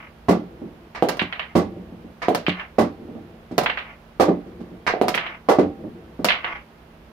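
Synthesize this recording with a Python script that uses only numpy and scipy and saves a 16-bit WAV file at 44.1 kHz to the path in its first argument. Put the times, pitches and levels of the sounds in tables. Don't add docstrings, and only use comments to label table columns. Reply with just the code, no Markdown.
import sys
import numpy as np
from scipy import signal
from scipy.fft import rfft, irfft, next_fast_len
from scipy.io import wavfile

SR = 44100
rng = np.random.default_rng(int(sys.argv[2]) if len(sys.argv) > 2 else 0)


def file_out(sig):
    cols = np.atleast_2d(sig).T
    lim = np.clip(cols, -1, 1)
    pcm = np.round(lim * 32767).astype(np.int16)
    wavfile.write(sys.argv[1], SR, pcm)


N = 313985
TIME_S = np.arange(N) / SR
TOP_HZ = 15500
ECHO_SAMPLES = 20480

# centre in Hz, width in Hz, level re the blow in dB.
TABLE_MODES = [(85.6, 17.3, 10.5), (181, 8.1, 6.5), (228, 31, -2), (289.5, 13, -1.5), (447, 4.4, -8),
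               (610.5, 13.5, 1.5), (764, 147, -3), (785.4, 2.9, 1), (1130, 64, 4.5), (2028, 44, 3)]
POCKET_MODES = [(506, 16, -4.5), (737, 13.5, 0), (991, 25, 3), (1218, 134, -3.5), (1586, 9.1, 0.5),
                (2046, 12, -4.5), (2286, 20, -1), (2760, 32, 1), (2900, 29, -4), (3070, 24, 0),
                (3800, 22, -8), (4020, 22, -1), (4250, 25, -8)]
# delay in s, decay length in s, level re the wash in dB.
CEILING_ECHOES = [(.0005, 0.0036, 2.5), (0.01, 0.0023, -0.5), (0.026, 0.025, -12)]
MOUTH_ECHOES = [(.0055, 0.00073, 1.4)]
WALL_ECHOES = [(.0003, 0.0018, 12), (.0055, 0.0016, 0), (0.034, .007, -7)]


def cue_strikes():
    # start in s, level in dB, treble in dB, bass in dB.
    cue_rows = [(.285, -11.5, -1.5, -6), (1.553, -12.5, 0.5, -3.5), (2.784, -12, -2.5, -8.5),
                (4.198, -12, -0.5, -17.5), (5.487, -11.5, -4, -23.5)]
    # frequency in Hz, relative level in dB.
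    cue_tone = [(45, -24), (95, -9.5), (185, 1.5), (340, 4), (650, -7.5), (1060, -15), (1830, -23.5),
                (3100, -29), (5100, -32.5), (8000, -41), (13000, -45.5)]
    return blows(cue_rows, cue_tone, TABLE_MODES, CEILING_ECHOES, direct_db=-13.5, decay_ratio=0.93,
                 hold_s=0.033, build_s=0.00069, shade_s=0.012, rail_hz=1910)


def pocket_knocks():
    # start in s, level in dB, treble in dB.
    knock_rows = [(1.0245, -14.5, 9.5), (2.2842, -14.5, 10), (3.585, -20.5, 11), (4.938, -22.5, -9),
                  (5.0142, -15, 11)]
    # frequency in Hz, relative level in dB.
    knock_tone = [(45, -42), (110, -18), (185, -10), (340, 1.5), (720, 4), (1060, -14.5), (1830, -25.5),
                  (3100, -32.5), (5100, -44.5), (8000, -51.5), (13000, -53)]
    return blows(knock_rows, knock_tone, POCKET_MODES, MOUTH_ECHOES, direct_db=-1.5, decay_ratio=1.11,
                 hold_s=0.0036, build_s=0.0014, lead_s=0.00005, rail_hz=5000,
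                 weight_db=5.5, bass_per_db=1.1)


def drop_ticks():
    # start in s, level in dB, treble in dB.
    tick_rows = [(1.087, -27, 13.5), (1.092, -24, 3.5), (1.1698, -36.5, 2), (2.3485, -21.5, 6.5),
                 (2.4845, -47, -1), (3.5805, -17.5, 6.5), (3.635, -28, 2), (5.0828, -21.5, 8),
                 (5.1485, -27.5, 8.5), (6.2455, -18.5, 12), (6.2565, -25.5, -1)]
    # frequency in Hz, relative level in dB.
    tick_tone = [(60, -8), (185, 12.5), (340, 8), (650, 14.5), (1060, 4), (1830, 0.5), (3100, -8.5),
                 (5100, -11.5), (8000, -21.5), (13000, -21.5)]
    # delay in s, decay length in s, level re the wash in dB.
    rim_echoes = [(.0001, 0.0012, 5.6), (.0035, 0.00095, 7.4), (.0075, .003, 3)]
    return blows(tick_rows, tick_tone, POCKET_MODES, rim_echoes, direct_db=-8, decay_ratio=1.0,
                 hold_s=0.0015, build_s=0.00013, lead_s=0.000195, weight_db=-1)


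def landing_thuds():
    # start in s, level in dB, treble in dB.
    thud_rows = [(1.219, -25.5, 12), (2.483, -19.5, 10)]
    # frequency in Hz, relative level in dB.
    thud_tone = [(45, -68), (95, -12.5), (185, -3), (340, -2), (600, -12.5), (1200, -18.5), (3000, -32),
                 (13000, -63.5)]
    return blows(thud_rows, thud_tone, TABLE_MODES, MOUTH_ECHOES, direct_db=4.5, decay_ratio=0.67,
                 hold_s=0.002, build_s=0.0013, rail_hz=2000)


def pocket_clacks():
    # start in s, level in dB, treble in dB.
    clack_rows = [(1.194, -22.5, 7.5), (1.214, -28, 0), (1.3255, -30, 5), (1.3945, -27.5, 0),
                  (2.4654, -24, 6), (2.494, -27, 15), (2.597, -35, 1), (3.6605, -20, -7.5),
                  (3.698, -24, -3.5), (3.7734, -28.5, -4.5), (3.786, -34.5, 20), (5.142, -24, 3),
                  (5.177, -23.5, -1), (5.2645, -32.5, 4), (6.2865, -19, 8), (6.296, -25, 9),
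                  (6.304, -21.5, -2.5), (6.319, -23, 5), (6.4445, -26.5, -7), (6.4718, -40, -2)]
    # frequency in Hz, relative level in dB.
    clack_tone = [(60, -24), (340, -12.5), (650, 1), (1060, -1), (1900, 8), (3100, 2.5), (4400, -13),
                  (5300, -27), (7000, -40.5), (13000, -47)]
    return blows(clack_rows, clack_tone, POCKET_MODES, WALL_ECHOES, direct_db=-7.5, decay_ratio=0.86,
                 hold_s=0.0022, build_s=0.0015, lead_s=0.0001, rail_hz=6000, stiffening=0.082)


def cushion_thumps():
    # start in s, level in dB, treble in dB.
    thump_rows = [(.618, -32.5, -10), (1.765, -37, 0), (1.922, -40, 0), (2.045, -38.5, 3),
                  (3.02, -39.5, -16), (3.085, -35, -2), (3.152, -34, -3), (3.512, -30, 20),
                  (4.283, -13.5, 2), (4.463, -39, 23), (4.604, -33.5, 21), (4.715, -38, -24),
                  (5.586, -11, 11), (5.635, -24.5, 5), (5.840, -31, -6), (6.192, -27.5, 10)]
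    # frequency in Hz, relative level in dB.
    thump_tone = [(45, -36.5), (95, -14), (185, 1), (340, 5.5), (600, -4), (1060, -19.5), (1830, -32),
                  (5100, -52.5), (13000, -71)]
    return blows(thump_rows, thump_tone, TABLE_MODES, CEILING_ECHOES, direct_db=-7.5, decay_ratio=0.98,
                 hold_s=0.0077, build_s=0.0023, shade_s=0.0058, rail_hz=1500,
                 weight_db=6, bass_per_db=-0.54)


def far_clacks():
    # start in s, level in dB.
    far_rows = [(.949, -32.5), (2.219, -27.5), (4.8664, -18.5)]
    # frequency in Hz, relative level in dB.
    far_tone = [(60, -4.5), (340, 1.5), (650, 7.5), (1100, 5.5), (2100, 8), (3100, -6), (5100, -10),
                (8000, -26.5), (13000, -36)]
    return blows(far_rows, far_tone, POCKET_MODES, CEILING_ECHOES, direct_db=-14, decay_ratio=0.98,
                 hold_s=0.016, build_s=0.0045, shade_s=0.001, rail_hz=3000)


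def rolling():
    # start in s, length in s, level at the start in dB.
    roll_rows = [(.5, 0.37, -41.5), (1.72, 0.39, -40), (2.99, 0.45, -39.5), (4.48, 0.33, -39.5),
                 (5.79, 0.36, -39)]
    # frequency in Hz, relative level in dB.
    roll_tone = [(50, -20.5), (110, 0), (190, -3), (330, 7.5), (550, -0.5), (900, -17), (2000, -73),
                 (8000, -52)]
    gain = swell(roll_rows, attack_s=0.043, release_s=0.084, fade_db_per_s=20.5)
    return gain * texture(bumps(rate_hz=920, scatter_db=-1), roll_tone, TABLE_MODES)


def jostling():
    # start in s, length in s, level at the start in dB.
    jostle_rows = [(0, 0.016, -34.5), (1.24, 0.26, -42.5), (2.55, 0.077, -34.5), (3.71, 0.2, -38.5),
                   (5.19, 0.13, -32), (6.32, 0.079, -32), (6.47, 0.084, -32.5)]
    # frequency in Hz, relative level in dB.
    jostle_tone = [(200, -3.5), (650, 3), (1200, 7.5), (2200, 10), (3000, -0.5), (4200, -24), (5500, -21),
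                   (12000, -83)]
    gain = swell(jostle_rows, attack_s=0.063, release_s=0.12, fade_db_per_s=20)
    return gain * texture(bumps(rate_hz=200, scatter_db=1.0), jostle_tone, POCKET_MODES)


def room_tone():
    # frequency in Hz, relative level in dB.
    air_tone = [(22, -51), (38, -7), (60, 1.5), (85, -8.5), (180, -11.5), (330, -11.5), (650, -13.5),
                (1200, -18.5), (3000, -26.5), (4500, -34.5), (8000, -46), (12500, -42), (16000, -44)]
    # frequency in Hz, rms level in dB.
    hum_rows = [(59.5, -73.5), (161.5, -57), (226, -56.5)]
    air = undb(-48.5) * texture(rng.standard_normal((2, N)), air_tone)
    hum = 0
    for hz, db in hum_rows:
        cycles = hz * TIME_S + rng.random()
        hum = hum + undb(db) * np.sqrt(2) * np.sin(2 * np.pi * cycles)
    return air + hum


def blows(rows, tone, modes, early, direct_db, decay_ratio, hold_s, build_s, lead_s=0, shade_s=0,
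          rail_hz=20000, stiffening=0, weight_db=0, bass_per_db=0):
    kept, attack = 16384, int(0.035 * SR)
    hz, out = bins(ECHO_SAMPLES), np.zeros((2, N + ECHO_SAMPLES))
    delay_s = np.array([[0], [lead_s]])
    straight = undb(direct_db) * np.exp(-2j * np.pi * hz * delay_s)
    straight = straight / (1 + 1j * hz / rail_hz)
    bass = along([(190, 1), (520, 0)], hz)
    treble = along([(900, 0), (4500, 1)], hz)
    body = ringing(modes, hz)
    usual_db = np.mean([row[1] for row in rows])
    for row in rows:
        start_s, db, treble_db, bass_db = np.pad(row, (0, 4 - len(row)))
        harder_db = db - usual_db
        quickness = undb(stiffening * harder_db)
        low_db = weight_db + bass_db + bass_per_db * harder_db
        contact = causal(along(tone, hz / quickness) + low_db * bass + treble_db * treble)
        paths = straight + echoes(decay_ratio, hold_s, build_s, early, shade_s)
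        hit = irfft(contact * body * paths)[:, :kept]
        start = int(start_s * SR)
        out[:, start:start + kept] += hit * undb(db) / np.sqrt(np.mean(hit[:, :attack] ** 2))
    return out[:, :N]


def bumps(rate_hz, scatter_db):
    chance, size = rng.random(N), rng.standard_normal(N)
    taps = (chance < rate_hz / SR) * undb(scatter_db * np.clip(size, -2, 2))
    wash = echoes(decay_ratio=0.51, hold_s=0.0016, build_s=0.0044, early=WALL_ECHOES)
    room = irfft(undb(-5.5) + wash)
    return signal.fftconvolve(taps[None], room, axes=1)[:, :N]


def swell(rows, attack_s, release_s, fade_db_per_s):
    gain = 0
    for start_s, length_s, db in rows:
        age_s = TIME_S - start_s
        gate = np.interp(age_s, [-attack_s, 0, length_s, length_s + release_s], [0, 1, 1, 0]) ** 2
        gain = gain + gate * undb(db - fade_db_per_s * np.maximum(age_s, 0))
    return gain


def texture(pair, tone, modes=()):
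    size = next_fast_len(N)
    hz = bins(size)
    excitation = spread(np.pad(pair, ((0, 0), (0, size - N))))
    spectrum = excitation * undb(along(tone, hz)) * ringing(modes, hz)
    return unit(irfft(spectrum, size)[:, :N])


def echoes(decay_ratio, hold_s, build_s, early, shade_s=0, grain_db=5, merge_s=0.11):
    # frequency in Hz, t60 in s before decay_ratio.
    room_t60 = [(100, 0.39), (300, 0.33), (700, 0.22), (1500, 0.26), (4000, 0.25), (13000, 0.1)]
    t, hz = np.arange(ECHO_SAMPLES) / SR, bins(ECHO_SAMPLES)
    noise, sizes = rng.standard_normal((2, 2, ECHO_SAMPLES))
    uneven = np.log(undb(grain_db)) * np.exp(-t / merge_s)
    grain = np.exp(uneven * np.minimum(sizes, 2) - uneven ** 2)
    clusters = 1
    for delay_s, length_s, db in early:
        clusters = clusters + undb(db) * (t >= delay_s) * np.exp(-abs(t - delay_s) / length_s)
    wash = spread(noise * grain * clusters)
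    age_s = np.hypot(t, hold_s) - hold_s
    octaves, out = np.log2(np.clip(hz, 62.5, 16000) / 62.5), 0
    for k in range(9):
        centre_hz = 62.5 * 2 ** k
        share = np.maximum(1 - abs(octaves - k), 0)
        rise = 1 - np.exp(-t / (build_s + shade_s * centre_hz / TOP_HZ))
        t60_s = decay_ratio * along(room_t60, centre_hz)
        band = irfft(wash * share) * rise * np.exp(-np.log(1000) * age_s / t60_s)
        out = out + band * np.sqrt(2 * np.mean(share ** 2) / np.sum(band ** 2))
    return rfft(out)


def spread(pair):
    # frequency in Hz, correlation between the ears.
    ear_correlation = [(100, 0.97), (200, 0.92), (350, 0.91), (700, 0.52), (1500, 0.043), (3000, 0.04)]
    mid, side = rfft(pair)
    alike = np.clip(along(ear_correlation, bins(pair.shape[1])), 0, 1)
    mid, side = mid * np.sqrt(1 + alike), side * np.sqrt(1 - alike)
    return np.array([mid + side, mid - side])


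def ringing(modes, hz):
    return 1 + sum(undb(db) / (1 + 2j * (hz - f) / width) for f, width, db in modes)


def causal(db):
    cepstrum = irfft(np.log(undb(db)))
    half = len(cepstrum) // 2
    cepstrum[1:half] *= 2
    cepstrum[half + 1:] = 0
    return np.exp(rfft(cepstrum))


def undb(db):
    return 10 ** (np.asarray(db) / 20)


def along(points, hz):
    f, value = np.transpose(points)
    return np.interp(np.log(np.maximum(hz, 1)), np.log(f), value)


def bins(size):
    return np.fft.rfftfreq(size, 1 / SR)


def unit(x):
    return x / np.sqrt(np.mean(x ** 2))


def scene():
    far_end = cue_strikes() + cushion_thumps() + far_clacks()
    pocket = pocket_knocks() + drop_ticks() + landing_thuds() + pocket_clacks()
    return far_end + pocket + rolling() + jostling() + room_tone()


def record(dry):
    # frequency in Hz, left minus right in dB.
    port_tilt = [(200, -1.9), (600, -3.5), (1800, -4), (3000, -3), (5200, -7.5), (7500, -4.5), (9500, 8.5),
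                 (14000, 2)]
    half_tilt_db = along(port_tilt, bins(size=512)) / 2
    ports = []
    for x, sign in zip(dry, (1, -1)):
        colour = irfft(causal(sign * half_tilt_db))
        ports.append(signal.fftconvolve(x, colour)[:N])
    capped = np.clip(np.array(ports), -0.9, 0.9)
    low_pass = signal.ellip(8, 0.2, 70, TOP_HZ, fs=SR, output="sos")
    return signal.sosfilt(low_pass, capped)


dry = scene()
out = record(dry)
file_out(out)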